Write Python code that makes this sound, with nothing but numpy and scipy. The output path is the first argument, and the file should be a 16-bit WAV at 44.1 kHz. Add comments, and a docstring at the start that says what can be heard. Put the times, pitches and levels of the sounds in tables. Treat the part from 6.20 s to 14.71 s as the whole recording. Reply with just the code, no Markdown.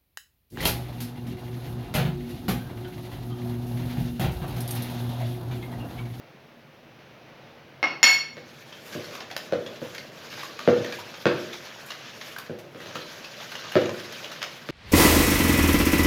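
"""Dough worked in a bowl on stone

A glass dish is set down on a stone worktop, rim first, then flat: dying sinusoids ring and the stone knocks.
A hand then works egg into soft dough in a plastic bowl: shaped noise and rising blips make the paste smear and
crackle, bursting cavities smack, and the bowl rocks and thuds on the stone as pulses that rouse low room modes.
Decaying noise gives the answer of a hard-walled kitchen; filtered noise gives its low hum and hiss."""
import sys
import numpy as np
from scipy import signal
from scipy.fft import rfft, irfft, next_fast_len
from scipy.io import wavfile
from scipy.ndimage import uniform_filter1d, minimum_filter1d, map_coordinates

SR = 44100
rng = np.random.default_rng(int(sys.argv[2]) if len(sys.argv) > 2 else 0)


def how_loud(loudness_db):
    """Turn decibels into a plain amplitude multiplier (0 dB gives 1, 20 dB gives 10)."""
    steps = np.asarray(loudness_db, float) / 20
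    return 10 ** steps


def unload_wav(signal):
    """Save mono or channel-first audio to the path in sys.argv[1] as 16-bit WAV at rate SR, clipped to [-1, 1]."""
    wavfile.write(
        sys.argv[1],
        SR,
        np.round(np.clip(np.atleast_2d(signal).T, -1, 1) * 32767).astype(np.int16),
    )


N = 375172

# How hard the hand drags the paste. Each row: time in seconds, relative smear level in dB.
STROKE = [(1.95, -49), (2.11, -65), (2.28, -49), (2.59, -48), (2.77, -39.5), (2.92, -44.5), (3.37, -49.5),
          (3.72, -43), (3.9, -47), (4.19, -38), (4.36, -42.5), (4.5, -36), (4.78, -39.5), (5.09, -48),
          (5.21, -39.5), (5.4, -41.5), (5.74, -41.5), (6.14, -43), (6.51, -64), (6.62, -43), (6.73, -39.5),
          (6.9, -42), (7.51, -37.5), (7.7, -41), (7.92, -38), (8.26, -40.5), (8.41, -45.5)]
# How hard the bowl is pushed about. Each row: time in seconds, rumble level in dB.
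SHOVE = [(1.95, -72), (2.44, -66), (2.6, -51), (3.54, -51), (3.87, -56), (4.19, -50), (4.75, -48),
         (4.95, -54), (6.5, -58), (6.62, -51), (6.85, -57.5), (7.18, -55), (7.39, -49), (8.26, -50),
         (8.41, -65)]
# Colour of the smeared paste. Each row: frequency in Hz, density in dB per Hz.
SMEAR = [(350, -30.5), (600, -2.5), (749, -7.5), (1260, -3.5), (1360, -5), (1540, 0), (2010, -4.5),
         (3130, -3.5), (5390, -8.5), (6880, -14.5), (8500, -64), (11000, -38), (18700, -120)]
# Colour of the fine, wet spray. Each row: frequency in Hz, density in dB per Hz.
SPRAY = [(4410, -14), (7500, -0.5), (8290, -6), (11600, 0.5), (15100, -0.5), (15800, -19)]
# Colour of the bowl's rumble and thump. Each row: frequency in Hz, density in dB per Hz.
RUMBLE = [(35, -56), (60, -55), (97, 1), (145, -4), (236, 2), (268, -0.5), (307, 0.5), (605, 6),
          (900, -20.5), (1170, -26), (1980, -120)]
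# The clearest air pockets bursting in the dough.
# Each row: start in seconds, level in dB, cavity pitch at the start in Hz, puff in dB, fine hiss in dB.
SMACKS = [(2.5242, -36, 2990, -10.5, -40), (2.7244, -36.5, 1476, -3.5, -25), (2.9352, -33, 1070, -15, -32),
          (2.9509, -27, 1040, -9, -26), (2.9826, -34, 940, -13, -35), (3.0033, -32.5, 710, -3, -37),
          (3.1006, -28, 1780, -23, -35), (3.1117, -25, 706, -9, -29.5), (3.1645, -16, 912, -6.5, -21.5),
          (3.462, -31.5, 3250, -7.5, -29), (3.7471, -31, 1710, -7, -21), (3.7798, -29, 2050, -5, -24.5),
          (4.2314, -22.5, 1080, -17, -26), (4.3903, -22.5, 1130, -12, -28.5),
          (4.7224, -32, 2230, -0.5, -20.5), (4.787, -26, 910, -22, -36), (5.33, -35.5, 3400, -0.5, -18),
          (5.6597, -41.5, 1515, -24, -8), (6.0107, -36.5, 1734, 0, -34), (6.1632, -21.5, 1500, -22, -45),
          (6.1837, -27, 1027, -9.5, -14), (6.3854, -47.5, 686, -0.5, -8), (6.6025, -24, 1560, -24, -40),
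          (6.755, -23, 1246, -10.5, -30), (7.3163, -37.5, 1740, 1, -14), (7.4517, -30, 1164, -18, -36),
          (7.5188, -28, 2730, -6, -19), (7.6919, -23.5, 966, -12.5, -39), (7.7957, -33.5, 3090, -6, -20.5),
          (7.9228, -32.5, 1440, -4.5, -17), (8.0426, -29.5, 2770, -5.5, -29), (8.115, -36, 2920, 0.5, -15),
          (8.2268, -20.5, 2215, -3, -24)]
# The bowl landing on the worktop. Each row: start in seconds, level in dB, slap in dB,
# boom in dB per octave down, slap brightness in dB per octave up.
THUDS = [(2.169, -32, 1, 1.5, 3.5), (2.751, -21.5, -23, 3, 5), (3.324, -11, -9, -2.5, 2.5),
         (3.617, -24, -8.5, 2, -4), (4.129, -40.5, 12.5, 13, 3.5), (4.476, -3, -9.5, 0, -3),
         (5.056, -6.5, -0.5, 1.5, 0.5), (6.296, -22, -14, 3.5, -1.5), (6.548, -31.5, -2, 3, 1),
         (6.66, -31, 2, 1.5, 6), (6.753, -27, 1, 0.5, 10), (7.555, -4.5, -6, 1.5, 0.5),
         (8.489, -21.5, 3.5, 5.5, 2)]
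# Low modes of the room, roused by each landing. Each row: mode in Hz, relative level in dB, t60 in seconds.
ROOM_MODES = [(116, -25, 0.13), (148.7, -11, 0.35), (247.6, -14, 0.42), (308.7, -4.5, 0.29),
              (351, -9, 0.68), (376, -9, 0.52), (420, -19, 0.68), (485, -3.5, 0.47), (523.5, -3.5, 0.31),
              (573, -10, 0.59), (625, -17, 0.18), (795, -17, 0.38)]
# Colour of plastic slapping stone. Each row: frequency in Hz, density in dB per Hz.
SLAP = [(400, -21), (700, -8), (1500, -0.5), (2500, -10), (4000, -13.5), (6400, -28), (7900, -43),
        (15500, -48)]
# Glass touching stone. Each row: start in seconds, level of the stone's knock in dB, hardness from 0 to 1.
CLINKS = [(1.629, -7.5, 0), (1.83, 3, 0.58)]
# Ringing lines of the dish in the room, in Hz; close ones share a glass mode.
GLASS_LINES_HZ = [2143, 2176, 2195, 4369, 4388, 4394, 5200, 5566, 5588, 5632, 6878, 6918, 8294, 9080, 9897,
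                  9938, 12948, 13430, 13475, 15248]
# How those lines ring. Each row: t60 in seconds, relative dB struck at the rim, relative dB struck flat.
GLASS = [(0.11, -21, -12), (0.43, -35.5, -17), (0.5, -29, -21.5), (0.12, -39, -31), (0.36, -46, -17.5),
         (0.44, -41.5, -10.5), (0.028, -51, -4), (0.33, -48, -24), (0.26, -47, -14.5), (.25, -55, -19.5),
         (0.13, -84, -23), (0.11, -84, -11), (0.33, -84, -49), (0.28, -87, -36), (.18, -91, -46),
         (.2, -91, -40), (0.31, -82, -31), (.18, -87.5, -52), (.18, -86, -43), (.2, -78, -40.5)]
# Colour of the stone's knock. Each row: frequency in Hz, density in dB per Hz.
STONE = [(90, -49), (200, -11.5), (700, -7), (1400, -7), (2100, -10.5), (2800, -9.5), (3600, -21),
         (5500, -19), (7000, -41), (7800, -52.5), (12000, -52.5), (15500, -71.5)]
# Decay of the kitchen. Each row: frequency in Hz, t60 in seconds.
KITCHEN = [(150, 0.72), (600, 0.47), (2000, 0.49), (5000, 0.47), (12000, 0.34)]
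# Colour of the room noise. Each row: frequency in Hz, density in dB per Hz.
AIR = [(12, -56), (20, -28), (69, -22.5), (145, -5), (175, -10), (239, -14), (276, -16), (334, -9),
       (368, -14), (552, -11), (978, -18.5), (2600, -21), (6000, -34.5), (7800, -54), (13200, -120)]
# A wavering hum. Each row: centre in Hz, half-width at half amplitude in Hz, rms level in dB.
HUM = [(141, 15, -68), (238.3, 14, -62.5), (611, 10, -75.5)]
# Colour of the microphone's hiss. Each row: frequency in Hz, density in dB per Hz.
MIC_HISS = [(2940, -18), (5000, -17), (6000, -6), (7940, -13.5), (9130, -11), (11300, -6), (15800, -4.5)]

# spray at the usual smear, and dB of spray for each dB of smear
SPRAY_DB, SPRAY_GROWS, USUAL_SMEAR_DB, SPRAY_FLICKER_DB = -57.5, 0.8, -42.5, 2.2
# a pocket of the usual level takes this long to reach its loudest
POCKET_LIFE_S, USUAL_POCKET_DB = 0.0033, -34
# fainter pockets: level over the smear and its spread, middle pitch and its spread, puff and hiss
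FAINT_DB, FAINT_SPREAD_DB, FAINT_HZ, FAINT_OCTAVES = 9.5, 2.5, 2500, 0.5
FAINT_PUFF_DB, FAINT_HISS_DB = -8.5, -30
RING_DB, THUMP_DB, SLAP_DB = -12.5, -1.5, 1.5  # the parts of a landing, added to its level
ROCK_DB, ROCK_S = -46, 0.05  # rumble after a landing: dB added to its level, time scale
FIRST_WALL_S = 0.009
ROOM_DB, ROOM_STEP_DB, ROOM_STEP_S = -52, 1.8, 0.79  # the room noise steps up at this moment


def dough():
    """Friction noise: paste dragged on the bowl slides in drifting patches of colour, over popping pockets."""
    (smear_db,), (shove_db,) = curves(STROKE), curves(SHOVE)
    spray_db = SPRAY_DB + SPRAY_GROWS * (smear_db - USUAL_SMEAR_DB)
    spray_db = spray_db + SPRAY_FLICKER_DB * wobble(9)
    start = np.clip((np.arange(N) / SR - 1.95) / 0.2, 0, 1)
    z = signal.stft(rng.standard_normal(N) * how_loud(1.6 * wobble(40)), nperseg=512)[2]
    # random gain in time and frequency, smoothed into patches
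    patches = uniform_filter1d(rng.standard_normal(z.shape), size=8, axis=0)
    patches = uniform_filter1d(patches, size=4, axis=1)
    slide = unit(signal.istft(z * how_loud(2.2 * unit(patches)), nperseg=512)[1][:N])
    pops = bubbles(count=2500, mid_hz=2635, octaves=0.883, cycles=1.7, spread_db=1.5)
    smear = how_loud(smear_db) * (coloured(slide, SMEAR) + 0.5 * pops)
    wet = smear + how_loud(spray_db) * coloured(slide, SPRAY)
    rumble_gain = (how_loud(shove_db) + rocking()) * how_loud(1.6 * wobble(14))
    rumble = rumble_gain * coloured(rng.standard_normal(N), RUMBLE)
    return how_loud(-4.5) * kitchen(start * wet, wet_db=-11)[:N] + start * rumble


def bubbles(count, mid_hz, octaves, cycles, spread_db):
    """Bubble oscillation: tiny pockets pop in clumps, each a few cycles at its own rising pitch."""
    density = np.cumsum(how_loud(7 * wobble(18)))
    when, pitch, size = rng.random(count), rng.standard_normal(count), rng.exponential(size=count)
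    start = np.searchsorted(density, when * density[-1])[:, None]
    k = np.arange(256)
    hz = np.clip(mid_hz * 2 ** (octaves * pitch), 500, 5000)[:, None]
    turns = hz * k / SR
    level = how_loud(spread_db * np.minimum(size, 3))[:, None]
    tone = np.sin(2 * np.pi * turns * (1 + 0.031 * turns))
    pops = level * tone * turns * np.exp(-turns / cycles)
    return unit(np.bincount((start + k).ravel(), pops.ravel(), N)[:N])


def rocking():
    """Transient excitation: the gain of the rumble swells and fades after each landing."""
    t = np.arange(N) / SR
    total = 0
    for s, db, *_ in THUDS:
        u = np.clip(t - s, 0, None) / ROCK_S
        total = total + how_loud(db + ROCK_DB) * u * u * np.exp(2 - u)  # the swell reaches 4 at u = 2
    return total


def smacks():
    """Cavity resonance: an opening pocket puffs and rings roughly, its pitch climbing as the gap widens."""
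    out, t, wet = np.zeros(N), np.arange(SR // 8) / SR, click(SMEAR)
    for s, db, hz, puff_db, hiss_db in pockets(count=14):
        # a louder pocket bursts faster; a slow one also opens softly
        life = np.clip(POCKET_LIFE_S * how_loud(-0.4 * (db - USUAL_POCKET_DB)), 0.0005, 0.04)
        u = t / life
        envelope = np.e * u * np.exp(-u)
        puff, spray, flutter = rng.standard_normal((3, len(t)))
        roughness = 1 + 0.73 * unit(uniform_filter1d(flutter, size=50))
        cavity = np.sin(2 * np.pi * hz * (t + 6 * t * t)) * roughness
        air = how_loud(puff_db) * unit(np.convolve(puff, wet)[:len(t)])
        air = air + how_loud(hiss_db) * coloured(spray, SPRAY)
        add(out, s, how_loud(db) * kitchen(envelope * (0.41 * cavity + air), wet_db=-2.0))
    return out


def pockets(count):
    """A random point process: to the clear pockets it adds fainter ones, likelier where the drag is harder."""
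    smear_db, = curves(STROKE)
    drag = np.cumsum(how_loud(smear_db) * (np.arange(N) / SR > STROKE[0][0]))
    at = np.searchsorted(drag, rng.random(count) * drag[-1] * 0.98)
    size, pitch, puff, hiss = rng.standard_normal((count, 4)).T
    db = smear_db[at] + FAINT_DB + FAINT_SPREAD_DB * size
    hz = FAINT_HZ * 2 ** (FAINT_OCTAVES * pitch)
    return SMACKS + list(zip(at / SR, db, hz, FAINT_PUFF_DB + 5 * puff, FAINT_HISS_DB + 3 * hiss))


def bowl():
    """Impact: each landing thumps, rouses the low modes of the room anew and slaps; a flat one booms more."""
    out, octaves_down = np.zeros(N), np.log2(450 / np.transpose(ROOM_MODES)[0])
    for s, db, slap_db, boom_db, bright_db in THUDS:
        body = [(hz, level + boom_db * np.log2(450 / hz)) for hz, level in RUMBLE]
        slap = [(hz, level + bright_db * np.log2(hz / 1500)) for hz, level in SLAP]
        mode_db = boom_db * octaves_down + rng.normal(0, 2.97, len(ROOM_MODES))
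        add(out, s, how_loud(db + RING_DB) * ring(ROOM_MODES, mode_db, attack=0.0006, flutter_db=3.0))
        add(out, s, how_loud(db + THUMP_DB) * kitchen(click(body), wet_db=0.5))
        add(out, s, how_loud(db + slap_db + SLAP_DB) * kitchen(knock(slap, life=0.0081), wet_db=4))
    return out


def dish():
    """Impact excitation: each contact strikes the glass at its own spot; a harder one knocks brighter on stone."""
    out = np.zeros(N)
    t60, *strengths = np.transpose(GLASS)
    for (s, db, hard), line_db in zip(CLINKS, strengths):
        lines = np.transpose([GLASS_LINES_HZ, line_db, t60])
        glass = ring(lines, rng.normal(0, 0.3, len(lines)), attack=0.00036, flutter_db=6.0)
        stone = [(f, level + 9 * hard * np.log2(f / 2000)) for f, level in STONE]
        add(out, s, how_loud(2.5) * kitchen(glass, wet_db=-7.5))
        add(out, s, how_loud(db) * kitchen(knock(stone, life=0.0082), wet_db=6.0))
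    return out


def ring(lines, gains_db, attack, flutter_db):
    """Superposition of dying sinusoids with fluttering levels; neighbours start opposed, so close pairs beat."""
    t = np.arange(SR * 3 // 4) / SR
    hz, db, t60 = np.transpose(lines)[:, :, None]
    sign = (-1) ** np.arange(len(lines))[:, None]
    knots = rng.standard_normal((len(hz), 40))
    flutter = flutter_db * np.array([np.interp(t, np.arange(40) / 50, row) for row in knots])
    level = how_loud(db + gains_db[:, None] + flutter - 60 * t / t60)
    return (sign * level * np.sin(2 * np.pi * hz * t)).sum(0) * (1 - np.exp(-t / attack))


def knock(spectrum, life):
    """Contact noise: a sharp contact and a fainter chatter after it share the energy of the bare contact."""
    t = np.arange(SR // 50) / SR
    chatter = 0.04 * rng.standard_normal(len(t)) * np.exp(-t / life)
    chatter[0] = 1
    bare = click(spectrum)
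    pulse = np.convolve(chatter, bare)
    return pulse * np.linalg.norm(bare) / np.linalg.norm(pulse)


def kitchen(x, wet_db):
    """Reverberation: a softer gap, a bunch of near echoes, then a tail that dies by frequency."""
    hz, t, z = signal.stft(rng.standard_normal(SR * 3 // 4), SR, nperseg=256)
    decay = how_loud(-60 * t / along(KITCHEN, hz)[:, None])
    tail = signal.istft(z * decay, SR, nperseg=256)[1]
    late = np.arange(len(tail)) / SR - FIRST_WALL_S
    tail *= np.where(late < 0, 0.3, 1 + 1.65 * np.exp(-abs(late) / 0.0046))
    answer = signal.fftconvolve(x, tail / np.linalg.norm(tail))
    return np.pad(x, (0, len(tail) - 1)) + how_loud(wet_db) * answer


def background():
    """Stationary noise: room noise, a few narrow, unsteady hums and the microphone's own hiss."""
    step_db = ROOM_STEP_DB * (np.arange(N) / SR > ROOM_STEP_S)
    room = how_loud(ROOM_DB + step_db + 0.63 * wobble(4.03)) * coloured(rng.standard_normal(N), AIR)
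    out = room + how_loud(-71.5) * coloured(rng.standard_normal(N), MIC_HISS)
    for hz, width, db in HUM:
        narrow = filtered(rng.standard_normal(N), lambda f: 1 / (1 + ((f - hz) / width) ** 2))
        out = out + how_loud(db) * unit(narrow)
    return out


def unit(x):
    """Normalisation of power: x scaled to rms 1."""
    return x / np.sqrt(np.mean(x ** 2) + 1e-20)


def along(points, hz):
    """Interpolation of (Hz, value) points on a logarithmic frequency axis."""
    f, v = np.transpose(points)
    return np.interp(np.log(hz + 1), np.log(f + 1), v)


def curves(rows):
    """Linear interpolation in time: one value per sample for each column after the time."""
    s, *cols = np.transpose(rows)
    return [np.interp(np.arange(N) / SR, s, c) for c in cols]


def wobble(rate):
    """Slow modulation: a smooth random curve with rate knots a second."""
    return map_coordinates(rng.standard_normal(int(N * rate / SR) + 4), [np.arange(N) * rate / SR])


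def filtered(x, response):
    """Linear filtering: the spectrum of x times a response of frequency."""
    m = next_fast_len(len(x) + 8192)
    return irfft(rfft(x, m) * response(np.fft.rfftfreq(m, 1 / SR)), m)[:len(x)]


def coloured(x, spectrum):
    """Spectral shaping: x filtered by a spectrum, then scaled to rms 1."""
    return unit(filtered(x, lambda hz: how_loud(along(spectrum, hz))))


def click(spectrum, size=2048):
    """Minimum phase: the folded cepstrum gives the shortest causal pulse with this spectrum, peak 1."""
    cepstrum = irfft(np.log(how_loud(along(spectrum, np.fft.rfftfreq(size, 1 / SR))) + 1e-6))
    cepstrum[1:size // 2] *= 2
    cepstrum[size // 2 + 1:] = 0
    pulse = irfft(np.exp(rfft(cepstrum)))
    return pulse / abs(pulse).max()


def add(track, s, sound):
    """Superposition: a sound is summed into the track at time s."""
    part = track[round(s * SR):][:len(sound)]
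    part += sound[:len(part)]


def scene():
    """Superposition of all sources, heard from one spot by a microphone deaf to deep bass."""
    b, a = signal.butter(3, 2 * 95 / SR, "high")
    worktop = dish() + bowl() + smacks() + dough()
    return (signal.lfilter(b, a, worktop) + background())[None]


def limited(x, top_db, ahead, back_db_s):
    """Peak limiting: gain drops just ahead of a peak over the top and climbs back at a steady rate."""
    need = np.minimum(top_db - 20 * np.log10(abs(x) + 1e-9), 0)
    climb = back_db_s * np.arange(N) / SR
    held = np.minimum.accumulate(need - climb) + climb
    size = int(ahead * SR)
    return x * how_loud(uniform_filter1d(minimum_filter1d(held, 2 * size + 1), size))


def band_limit(x):
    """A steep low-pass at the top of the band."""
    return signal.sosfilt(signal.butter(12, 16660, fs=SR, output="sos"), x)


def record(dry):
    """Gain control: a limiter holds the loudest hits down."""
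    mix = limited(dry[0], top_db=0.5, ahead=0.0036, back_db_s=99)[None]
    return band_limit(mix)


dry = scene()
out = record(dry)
unload_wav(out)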